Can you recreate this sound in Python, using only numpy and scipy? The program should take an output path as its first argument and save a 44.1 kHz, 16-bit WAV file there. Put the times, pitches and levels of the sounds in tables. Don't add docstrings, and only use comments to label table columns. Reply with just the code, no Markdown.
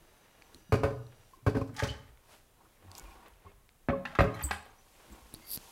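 import sys
import numpy as np
from scipy import signal
from scipy.fft import rfft, irfft, next_fast_len
from scipy.io import wavfile
from scipy.ndimage import uniform_filter1d

SR = 44100
rng = np.random.default_rng(int(sys.argv[2]) if len(sys.argv) > 2 else 0)


def voltage_ratio(level):
    return 10 ** (np.asarray(level, float) / 20)


def generate_wav(signal):
    frames = np.transpose(np.atleast_2d(signal))
    scaled = np.clip(frames, -1, 1) * 32767
    pcm = np.round(scaled).astype(np.int16)
    wavfile.write(sys.argv[1], SR, pcm)


N = 251896


def evened(x):
    return x / np.sqrt(np.mean(x ** 2) + 1e-20)


def read(points, hz):
    f, value = np.transpose(points)
    return np.interp(np.log(hz + 1), np.log(f + 1), value)


def add(mix, s, sound):
    part = mix[round(s * SR):][:len(sound)]
    part += sound[:len(part)]


def coloured(x, points):
    size = next_fast_len(len(x))
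    gain = voltage_ratio(read(points, np.fft.rfftfreq(size, 1 / SR)))
    return evened(irfft(rfft(x, size) * gain, size)[:len(x)])


def band(x, lo_hz, hi_hz):
    return signal.sosfilt(signal.butter(3, [lo_hz, hi_hz], "bandpass", fs=SR, output="sos"), x)


def resonate(x, hz, width):
    r = np.exp(-np.pi * width / SR)
    return 2 * signal.lfilter([1 - r], [1, -r * np.exp(2j * np.pi * hz / SR)], x).real


def resonate_twice(x, hz, width):
    return resonate(resonate(x, hz, width), hz, width)


def gritty(spread_db, grain):
    lumps = evened(uniform_filter1d(rng.standard_normal(N), round(grain * SR)))
    return rng.standard_normal(N) * voltage_ratio(spread_db * lumps)


def swells(table):
    t = np.arange(0, N + 32, 32) / SR
    gain = np.zeros(len(t))
    for s, rise, *hold, fall, db in table:
        before = np.maximum(s - t, 0) / rise
        after = np.maximum(t - s - sum(hold), 0) / fall
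        gain += voltage_ratio(db - 20 * (before + after))
    return np.interp(np.arange(N) / SR, t, gain)


def squeals(table, spread, shape=()):
    out, t = np.zeros(N), np.arange(SR // 3) / SR
    for row in table:
        s, hz, db, rise, t60 = (*row, *shape)
        whistle = evened(resonate_twice(rng.standard_normal(len(t)), hz, spread * hz))
        decay = voltage_ratio(db - 60 * np.maximum(t - rise, 0) / t60)
        add(out, s, decay * np.minimum(t / rise, 1) ** 2 * whistle)
    return out


def swings(table):
    out, t = np.zeros(N), np.arange(SR) / SR
    for s, hz, db, rise, t60 in table:
        swell = voltage_ratio(db - 60 * np.maximum(t - rise, 0) / t60) * np.minimum(t / rise, 1)
        add(out, s, -swell * np.sin(2 * np.pi * hz * t))
    return out


# start in Hz, drift in Hz per s, level in dB.
WHINE = [(1400, 0, -83), (1690, 0, -83), (2880, -40, -83), (3840, -40, -84), (4800, -40, -85),
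         (5750, -60, -88), (6200, -300, -81)]
# time in seconds, gain in dB.
WHINE_FADE = [(0, 0.5), (.7, 5.5), (1.25, 2), (1.45, -24), (5.71, -13)]
# frequency in Hz, density in dB per Hz.
HUSH = [(12, -9.5), (20, 9), (44, -9.5), (123, -14), (156, -19), (300, -23), (534, -23), (3500, -33.5),
        (4550, -65), (7700, -120)]
# frequency in Hz, density in dB per Hz.
HISS = [(2060, -40), (3500, -10), (3870, 0), (4210, -5), (11300, -2), (16000, -6)]


def air():
    t = np.arange(N) / SR
    waver = resonate(rng.standard_normal((len(WHINE), N)), 0, 8)
    whine = np.zeros(N)
    for (hz, drift, db), w in zip(WHINE, waver):
        whine += voltage_ratio(db + 2.2 * evened(w)) * np.sin(2 * np.pi * (hz + drift * t / 2) * t)
    hush = voltage_ratio(-61) * coloured(rng.standard_normal(N), HUSH)
    hiss = voltage_ratio(-72) * coloured(rng.standard_normal(N), HISS)
    return hush + hiss + whine * voltage_ratio(np.interp(t, *np.transpose(WHINE_FADE)))


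# start in seconds, level in dB.
PALMS = [(.01, -66.5), (.55, -61), (1.38, -71.5), (2.64, -69), (2.85, -67), (3.02, -65), (5.122, -58.5),
         (5.35, -59), (5.555, -60)]


def palms():
    rise_s, fall_s = 0.062, 0.12
    return swells([(s, rise_s, fall_s, db) for s, db in PALMS])


# start, rise, hold if any and fall in seconds, level in dB.
SLEEVES = [(.16, .4, 0.22, -76), (.46, .5, 0.14, 0.13, -73.5), (1.35, 1, 0.019, .03, -71),
           (2.332, 0.13, 0.14, -62), (2.744, 0.39, .12, -75), (2.982, 0.078, .04, -55),
           (3.03, .05, 0.091, .3, -66.5), (4.95, 0.52, 0.12, 2, -67), (5.6, .4, .11, .1, -60.5)]
# frequency in Hz, density in dB per Hz.
RUSTLE = [(1500, -30), (2500, 0), (6000, -1), (9000, -3), (12000, -4), (14000, -8), (16000, -14)]


def sleeves():
    return swells(SLEEVES) * coloured(gritty(0.91, 0.0032), RUSTLE)


# start, rise, hold if any and fall in seconds, level in dB.
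SOLES = [(.2, 2.5, 0.31, 0.39, -66.5), (1.12, 0.059, 0.0092, 0.61, -66), (2.08, .03, 0.009, 0.11, -67),
         (2.332, 0.14, .01, 0.13, -59.5), (2.98, 0.42, .15, .3, -61), (3.265, .06, .07, -61),
         (3.488, .2, .01, 0.083, -65), (4.66, 0.033, 0.0083, 0.13, -60), (5.06, 0.35, 0.035, 0.49, -62),
         (5.6, 0.76, 0.058, 0.38, -62.5)]
# frequency in Hz, density in dB per Hz.
SHUFFLE = [(100, -15), (200, -2.5), (500, 3), (1200, -2.5), (2300, -5), (3500, -11), (5000, -19),
           (8000, -60)]


def soles():
    shuffle = coloured(gritty(2.24, .008), SHUFFLE)
    rumble_points = [(15, -30), (30, 8), (55, -4.0), (100, -5.5), (160, -2), (300, -28)]
    rumble = coloured(rng.standard_normal(N), rumble_points)
    drag = swells(SOLES)
    return drag * shuffle + (voltage_ratio(-11.5) * drag + palms()) * rumble


# start, rise, hold if any and fall in seconds, level in dB.
DRAGS = [(.534, .35, .12, -66.5), (2.314, 0.18, 0.081, -68), (2.614, 0.083, 0.11, -69.5),
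         (2.93, 0.14, .3, .12, -60), (3.472, .09, 0.071, -65.5), (4.7, 0.027, 0.37, -65.5),
         (5.15, 0.18, 0.4, -62.5), (5.7, 0.25, .1, -62)]
# frequency in Hz, width in Hz, level in dB.
BOARD = [(783, 92, 1.5), (939, 96, 3), (1066, 90, 2), (1400, 110, -8.5)]
# frequency in Hz, width in Hz, level in dB.
BOX = [(240, 58, -0.2), (321, 53, 2), (402, 47, -3)]


def drags():
    rub = gritty(1.9, 0.008)
    board = evened(sum(voltage_ratio(db) * resonate_twice(rub, hz, w) for hz, w, db in BOARD))
    box = evened(sum(voltage_ratio(db) * resonate_twice(rub, hz, w) for hz, w, db in BOX))
    hand = swells(DRAGS)
    return hand * board + (voltage_ratio(-11.5) * hand + palms()) * box


# start in seconds, peak in dB, ring in Hz.
TICKS = [(0.4219, -29.5, 2350), (0.546, -26.5, 4200), (1.0675, -40, 4020), (2.174, -40, 2160),
         (2.9159, -28, 4500), (2.952, -27, 5030), (2.981, -27.5, 6800), (2.985, -29, 6960),
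         (2.9967, -28.5, 6900), (3.6915, -37, 2200), (5.3403, -21, 11040), (5.3473, -27, 4300),
         (5.5745, -20, 4270)]


def ticks():
    out, t = np.zeros(N), np.arange(1500) / SR
    grip_s = 5
    for s, peak_db, hz in TICKS:
        click = band(rng.standard_normal(len(t)), 0.7 * hz, min(2.4 * hz, 15000))
        snap = voltage_ratio(-60 * t / 0.0058) * (0.99 * np.sin(2 * np.pi * hz * t) + click)
        thud = -np.sin(2 * np.pi * 190 * t) * voltage_ratio(-60 * t / 0.0088)
        add(out, s, voltage_ratio(peak_db - 10.5) * snap + voltage_ratio(2 * peak_db + 12.5) * thud * (s > grip_s))
    return out


# start in seconds, pitch in Hz, level in dB,
# rise and t60 in seconds.
BUMPS = [(0.541, 70, -55, 0.011, 0.081), (0.693, 170, -43, 0.004, 0.07), (1.422, 119, -50, 0.011, 0.18),
         (1.42, 262, -64, 0.013, 0.099), (2.818, 92.4, -49, 0.073, 0.26), (3.02, 44.5, -41.5, 0.021, 0.24),
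         (3.44, 87, -47.5, 0.031, 0.09), (3.447, 400, -57.5, 0.031, 0.27), (4.438, 65.8, -26, 0.004, 0.2),
         (3.06, 70, -52, .02, .2), (3.14, 45, -52, .02, .2), (3.31, 45, -52, .02, .15),
         (3.52, 48, -54, .02, .4), (3.44, 180, -60, .03, .2), (2.83, 190, -60, .02, .2),
         (5.1, 207.5, -51, 0.024, 0.054), (5.102, 52.7, -43, 0.021, 0.078), (3.888, 549, -28.5, 0.03, .4),
         (4.5, 78, -41, .025, .3), (5.21, 55, -52, .03, .2)]


def bumps():
    return swings(BUMPS)


# frequency in Hz, density in dB per Hz.
CRACK = [(1500, -52), (2600, 4), (3400, 3), (4600, 8), (6000, 2), (8500, -2.5), (11500, -3), (13000, -5),
         (16000, -13)]


def blows(table, modes, rise, hard_db, damping=1):
    out, t = np.zeros(N), np.arange(SR // 2) / SR
    build_s = .0022
    usual_chatter_s, crack_db_per_halving = 0.049, 6.5
    for s, blow_db, boom_db, knock_db, t60 in table:
        t60 = max(t60, .01)
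        crack_db = blow_db + hard_db + crack_db_per_halving * np.log2(usual_chatter_s / t60)
        fall = voltage_ratio(-60 * t / t60) * np.minimum(t / (rise + build_s), 1)
        lumps = evened(uniform_filter1d(rng.standard_normal(len(t)), 60))
        chatter = fall * rng.standard_normal(len(t)) * voltage_ratio(2.35 * lumps)
        chatter += 1.05 * np.exp(-((t - rise) / (0.14 * rise)) ** 2)
        push = band(np.sin(np.pi * np.clip((t - .002) / 0.0074, 0, 1)), 40.4, 360)
        drives = [push, band(chatter, 150, 800), band(chatter, 600, 1.06 * modes[-1][0])]
        parts = np.array([0 * t, .022 * drives[1], .015 * drives[2]])
        spots = rng.standard_normal((len(modes), 2))
        for (hz, db, ring), (spot, shift) in zip(modes, spots):
            group = (hz > 160) + (hz > 700)
            mode = resonate(drives[group], hz * (1 + .008 * shift), 2.2 * damping / ring)
            parts[group] += voltage_ratio(db + 1.5 * spot) * ring * mode
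        parts /= abs(parts).max(axis=1, keepdims=True)
        crack = coloured(rng.standard_normal(len(t)), CRACK) * fall
        add(out, s, voltage_ratio([boom_db, blow_db - 2, knock_db - 0.6]) @ parts + voltage_ratio(crack_db + 5.3) * crack)
    return out


# start in seconds, blow, boom and knock in dB, chatter t60 in seconds.
DOOR_BLOWS = [
    (0.721, -15, -16, -18.5, 0.074),
    (0.832, -17, -23, -23.5, 0.15),
    (1.463, -18.5, -16.5, -24, 0.11),
    (1.822, -22, -23, -38, 0.061),
]
# start in seconds, blow, boom and knock in dB, chatter t60 in seconds.
DOOR_REBOUNDS = [(0.736, -14, -38, -21.5, 0.036), (0.751, -17.5, -29, -42, 0.034),
                 (0.845, -24, -25, -49, 0.1), (0.903, -36, -43, -45, 0.082), (1.477, -17, -50, -31, 0.013),
                 (1.491, -23.5, -43, -48, 0.057), (1.546, -20.5, -36, -32.5, 0.16),
                 (1.564, -19.5, -35, -41, 0.13), (1.609, -26.5, -28, -37, 0.054),
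                 (1.69, -47, -48, -48, 0.042), (1.837, -27, -36, -31.5, 0.11), (1.87, -37, -50, -56, 0.036),
                 (1.898, -46, -40, -49, 0.042), (1.943, -45, -60, -52, 0.061)]
# frequency in Hz, level in dB, t60 in seconds.
DOOR = [(54, -21, 0.71), (79.5, -22, 0.07), (110, 6, 0.13), (127.2, 0.5, 0.18), (168, -13.5, 0.4),
        (230.3, -5, 0.097), (275, 0.5, 0.09), (295, -25, 0.035), (403, -5.5, 0.15), (431.6, 4.5, 0.1),
        (466, -10, 0.14), (552, 1, 0.1), (535, -15, 0.11), (795, 0.5, 0.055), (915, 0, 0.037),
        (1064, 9, .04), (1206, 4, 0.031), (1270, 1, .05), (1464, 8, 0.037), (1630, -21, 0.056),
        (1810, -19, .04), (2232, -6, 0.05), (2490, -8, 0.07)]


def doors():
    hits = blows(DOOR_BLOWS, DOOR, 0.001557, hard_db=-25, damping=1.24)
    return hits + blows(DOOR_REBOUNDS, DOOR, 0.00493, hard_db=-28.5, damping=1.86)


# frequency in Hz, t60 in seconds.
HALL = [(40, 0.73), (120, 0.75), (300, 0.55), (1000, 0.52), (2000, 0.4), (4000, 0.45), (8000, 0.4),
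        (16000, 0.11)]
# frequency in Hz, level in dB.
HALL_BASS = [(45, -5), (75, -6), (130, -6), (200, -1), (500, -1), (1200, 0), (2200, -1.5), (3500, 1.5)]


def hall(x):
    hz, t, z = signal.stft(rng.standard_normal(SR), SR, nperseg=512)
    decay = voltage_ratio(read(HALL_BASS, hz)[:, None] - 60 * t / read(HALL, hz)[:, None])
    tail = signal.istft(z * decay, SR, nperseg=512)[1]
    tail = tail * np.minimum(np.arange(len(tail)) / (0.0034 * SR), 1)
    return signal.fftconvolve(x, tail / np.linalg.norm(tail))[:N]


# start in seconds, pitch in Hz, level in dB, rise and t60 in seconds.
KNOCKS = [(.724, 1080, -30, .005, .07), (.745, 2520, -46, .006, .08), (.831, 1100, -35, .005, .06),
          (.834, 1400, -39, .005, .05), (.84, 2550, -48, .006, .07), (1.466, 1080, -31, .005, .06),
          (1.466, 1550, -36, .005, .05), (1.543, 1080, -37, .005, .05), (1.545, 1550, -44, .004, .04),
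          (1.559, 1070, -37, .005, .06), (1.561, 1550, -42, .005, .05), (1.61, 1070, -41, .005, .06),
          (1.611, 2400, -52, .005, .05), (3.887, 1100, -31, .004, .08), (3.925, 1100, -41, .008, .12),
          (4.053, 1750, -36, .004, .04), (4.053, 2700, -40, .004, .05), (4.053, 850, -38, .004, .05),
          (4.075, 1650, -46, .004, .04), (4.125, 650, -46, .006, .05), (4.152, 1350, -34, .004, .04),
          (4.152, 850, -38, .004, .04), (4.188, 2550, -36, .004, .04), (4.2, 1060, -33, .006, .08),
          (4.34, 2170, -49, .006, .06), (4.465, 950, -48, .008, .08), (4.53, 1000, -40, .004, .04)]


def knocks():
    return squeals(KNOCKS, .07)


# start in seconds, pitch in Hz, level in dB, rise and t60 in seconds.
RINGS = [(.74, 430, -29, .012, .12), (.775, 118, -33, .02, .7), (.845, 415, -30, .012, .1),
         (.88, 560, -41, .015, .15), (.915, 122, -35, .02, .5), (1.464, 265, -30, .01, .11),
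         (1.478, 420, -28, .012, .09), (1.55, 265, -31, .014, .11), (1.552, 430, -29, .014, .09),
         (1.595, 265, -38, .015, .15), (1.695, 250, -46, .01, .1), (3.915, 431, -34, .015, .17),
         (4.23, 425, -31, .02, .3), (4.22, 190, -31, .015, .25), (4.196, 72, -21, .008, .07),
         (4.44, 300, -44, .02, .12), (1.56, 62, -32, .015, .2), (1.86, 70, -38, .03, .4),
         (2.05, 58, -55, .08, .4), (3.95, 188, -40, .03, .35), (4.5, 200, -46, .02, .3)]


def rings():
    return swings(RINGS)


# start in seconds, pitch in Hz, level in dB.
CHIRPS = [(1.325, 1050, -55.5), (3.452, 1085, -55.5), (5.115, 7650, -61)]


def chirps():
    return squeals(CHIRPS, 0.072, (.012, .08))


# start in seconds, centre in Hz, level in dB.
SLIPS = [(1.673, 6000, -64), (1.740, 9000, -59.5), (1.763, 4820, -43.5), (1.789, 4500, -40.5),
         (1.834, 4500, -38.5), (1.870, 4500, -44), (1.898, 4500, -50.5)]


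def slips():
    return squeals(SLIPS, 0.96, (.0025, .08))


# start in seconds, pitch in Hz, level in dB, rise and t60 in seconds.
SQUEALS = [
    (1.790, 1680, -44, 0.0026, 0.091),
    (1.872, 3050, -41.5, 0.021, 0.09),
    (4.205, 12300, -60, 0.014, 0.12),
    (4.340, 6200, -59, 0.0037, 0.076),
    (4.341, 12300, -63, 0.01, 0.073),
    (4.430, 8050, -33.5, .010, 0.13),
]
# start in seconds, pitch in Hz, level in dB, rise and t60 in seconds.
THIN_SQUEALS = [(1.873, 4500, -48, .023, 0.055), (1.93, 1720, -56, 0.016, .08),
                (4.35, 1900, -46, 0.01, 0.12), (4.337, 4100, -50, 0.005, 0.09),
                (4.423, 12100, -44, 0.0037, 0.21), (4.428, 4710, -49, 0.007, .05),
                (4.434, 15400, -48, .006, 0.12)]


def dry_squeals():
    return squeals(SQUEALS, 0.1) + squeals(THIN_SQUEALS, 0.037)


# start in seconds, pitch in Hz, level in dB, rise and t60 in seconds.
STREAKS = [(1.79, 3550, -50, .005, .06), (1.892, 3020, -44, .006, .14), (1.89, 4500, -51, .005, .07),
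           (4.7, 6300, -68, .006, .05), (5.338, 3900, -47, .002, .03), (5.348, 4550, -52, .004, .05),
           (5.39, 4650, -50, .14, .1), (5.4, 2100, -65, .02, .5), (5.53, 12500, -50, .03, .03)]


def streaks():
    return squeals(STREAKS, .06)


# start, rise and fall in seconds, level in dB.
SLIDES = [
    (1.796, 0.045, .17, -39.5),
    (4.075, 0.025, 0.068, -51),
    (4.17, 0.13, 0.025, -53.5),
    (4.41, 0.12, .045, -43.5),
    (4.524, 0.057, 0.07, -43.5),
]
# frequency in Hz, width in Hz, level in dB.
RUNNER = [(861, 87, 10.5), (1246, 120, 6.5), (1600, 780, 15), (3050, 180, 7), (4500, 260, -28),
          (6300, 500, -18.5)]


def slides():
    grains = gritty(4.6, 0.0033)
    scrape = np.zeros(N)
    for hz, width, db in RUNNER:
        scrape += voltage_ratio(db) * resonate_twice(grains, hz, 1.5 * width) / np.sqrt(width)
    grit_points = [(2500, -30), (5000, 0), (8000, -4), (11000, -6), (13000, -14), (16000, -26)]
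    grit = coloured(gritty(2.5, .003), grit_points)
    return swells(SLIDES) * (evened(scrape) + voltage_ratio(-19.5) * grit)


# start in seconds, centre in Hz, level in dB, rise and t60 in seconds.
SCUFFS = [(2.59, 700, -64, .02, .12), (2.64, 1000, -65, .015, .15), (2.82, 900, -64, .01, .08),
          (2.91, 250, -62, .008, .06), (3.1, 2300, -64, .01, .15), (3.25, 2500, -62, .012, .1),
          (3.33, 2700, -67, .006, .05), (3.44, 800, -62, .012, .12), (4.34, 9000, -60, .006, .12),
          (4.41, 2600, -48, .006, .04)]


def scuffs():
    return squeals(SCUFFS, .9)


# start in seconds, pitch in Hz, level in dB, rise and t60 in seconds.
RUBS = [(2.97, 1450, -62, .03, .2), (2.98, 2230, -65, .02, .15), (3.04, 2420, -65, .02, .15),
        (3.1, 2420, -65, .02, .12), (3.45, 2150, -67, .03, .2), (3.46, 2650, -72, .02, .2),
        (4.765, 5880, -71, .02, .25), (4.435, 11500, -58, .006, .1)]


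def rubs():
    return squeals(RUBS, .02)


# start in seconds, centre in Hz, level in dB.
SNAPS = [(3.2825, 12000, -53), (4.627, 9000, -58), (4.6565, 11500, -57)]


def snaps():
    return squeals(SNAPS, 0.58, (.0005, .008))


# start in seconds, blow, boom and knock in dB, chatter t60 in seconds.
DRAWER_PULLS = [
    (3.885, -17.5, -27, -20, 0.075),
    (3.898, -19, -33, -25.5, 0.048),
]
# start in seconds, blow, boom and knock in dB, chatter t60 in seconds.
DRAWER_BLOWS = [
    (4.187, -13.5, -16.5, -12.5, 0.068),
    (4.196, -27, -27, -17.5, 0.026),
    (4.205, -13.5, -19, -14.5, 0.055),
    (4.239, -24, -30, -34, 0.045),
    (4.263, -40, -33, -49, 0.037),
]
# frequency in Hz, level in dB, t60 in seconds.
DRAWER = [(63.5, -4, 0.1), (106.2, -3, 0.15), (156, 4.5, 0.19), (184, -1, .12), (261, 4, 0.076),
          (303, -7, 0.099), (371, 2, 0.067), (423.5, 1, 0.1), (544.3, 1, 0.12), (618, -12, 0.073),
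          (750, 4, 0.03), (824, 2.5, 0.03), (1060, 9, 0.035), (1300, 8.5, 0.043), (1550, 6, 0.016),
          (1720, 3, 0.02), (1840, -4, 0.017), (2133, 0, 0.03), (2330, -10, 0.033), (2480, -14, 0.03)]


def drawer():
    pulls = blows(DRAWER_PULLS, DRAWER, 0.001074, hard_db=-50, damping=1.6)
    return pulls + blows(DRAWER_BLOWS, DRAWER, 0.000894, hard_db=-31.5, damping=1.88)


# start in seconds, blow, boom and knock in dB, chatter t60 in seconds.
CATCH_CLACKS = [(4.052, -46, -64, -25, 0.036), (4.151, -45, -63, -26, 0.031), (4.416, -52, -63, -33, 0.03),
                (4.509, -31, -77, -19, 0.038), (4.529, -53, -53, -29, 0.034)]
# frequency in Hz, level in dB, t60 in seconds.
CATCH = [(70, 0, 0.12), (240, 2.5, 0.044), (400, -2, 0.045), (844, 5.5, 0.044), (1100, 7.5, 0.033),
         (1370, 4, 0.019), (1617, 9, 0.036), (1950, 2.5, 0.056), (2460, -3, 0.025), (2760, -4, 0.03),
         (3400, -16, 0.022), (3610, -12, 0.03)]


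def catch():
    return blows(CATCH_CLACKS, CATCH, 0.00086, hard_db=-13, damping=1.12)


# start in seconds, centre in Hz, level in dB, rise and t60 in seconds.
RATTLES = [(4.19, 4000, -45, .003, .12), (4.212, 3500, -49, .006, .12), (4.425, 11000, -56, .004, .05),
           (4.512, 9300, -54, .01, .22), (4.515, 12600, -60, .012, .2), (4.53, 8100, -55, .01, .33),
           (4.582, 11000, -60, .001, .02), (5.574, 12000, -50, .0006, .01)]


def rattles():
    return squeals(RATTLES, .2)


JUDDER_SIDES_DB = [-9, -9, 0, -2, -4, -12]


def judder():
    start_s, centre_hz, judder_hz, level_db, t60 = 4.432, 7810, 236, -38, .16
    out, t = np.zeros(N), np.arange(SR // 3) / SR
    flutter = evened(resonate(rng.standard_normal((len(JUDDER_SIDES_DB), len(t))), 0, 60))
    tones = np.zeros(len(t))
    for k, (db, w) in enumerate(zip(JUDDER_SIDES_DB, flutter)):
        hz = centre_hz + (k - 2) * judder_hz
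        tones += voltage_ratio(db + 3.0 * w) * np.sin(2 * np.pi * hz * t + k * k)
    add(out, start_s, voltage_ratio(level_db - 60 * t / t60) * np.minimum(t / .009, 1) ** 2 * tones)
    return out


# start, rise, hold if any and fall in seconds, level in dB.
SWISHES = [
    (5.52, 0.053, 0.041, .012, -38),
    (6, .3, .04, .03, -55),
]
# frequency in Hz, density in dB per Hz.
SWISH = [(2000, -21), (3910, -5), (4700, 4), (6640, -11), (9000, -3), (11900, 11), (13600, 0), (16000, -2)]


def swishes():
    return swells(SWISHES) * coloured(gritty(2.9, 0.0032), SWISH)


def scene():
    wood = doors() + slips() + slides() + drawer() + catch()
    squeal = chirps() + dry_squeals() + snaps()
    room = voltage_ratio(-8) * hall(wood + voltage_ratio(-5) * squeal)
    near = air() + sleeves() + soles() + drags() + ticks() + bumps() + rings() + swishes()
    fine = knocks() + streaks() + scuffs() + rubs() + rattles() + judder()
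    return (wood + squeal + room + near + fine)[None]


def low_pass(x):
    return signal.sosfilt(signal.butter(12, 16500, fs=SR, output="sos"), x)


def record(dry):
    x = signal.sosfilt(signal.butter(2, 32, "highpass", fs=SR, output="sos"), dry)
    x = .42 * np.tanh(x / .42)
    x = signal.oaconvolve(x, signal.firwin(511, 15900, window=("kaiser", 9), fs=SR)[None], "same")
    return low_pass(x)


dry = scene()
out = record(dry)
generate_wav(out)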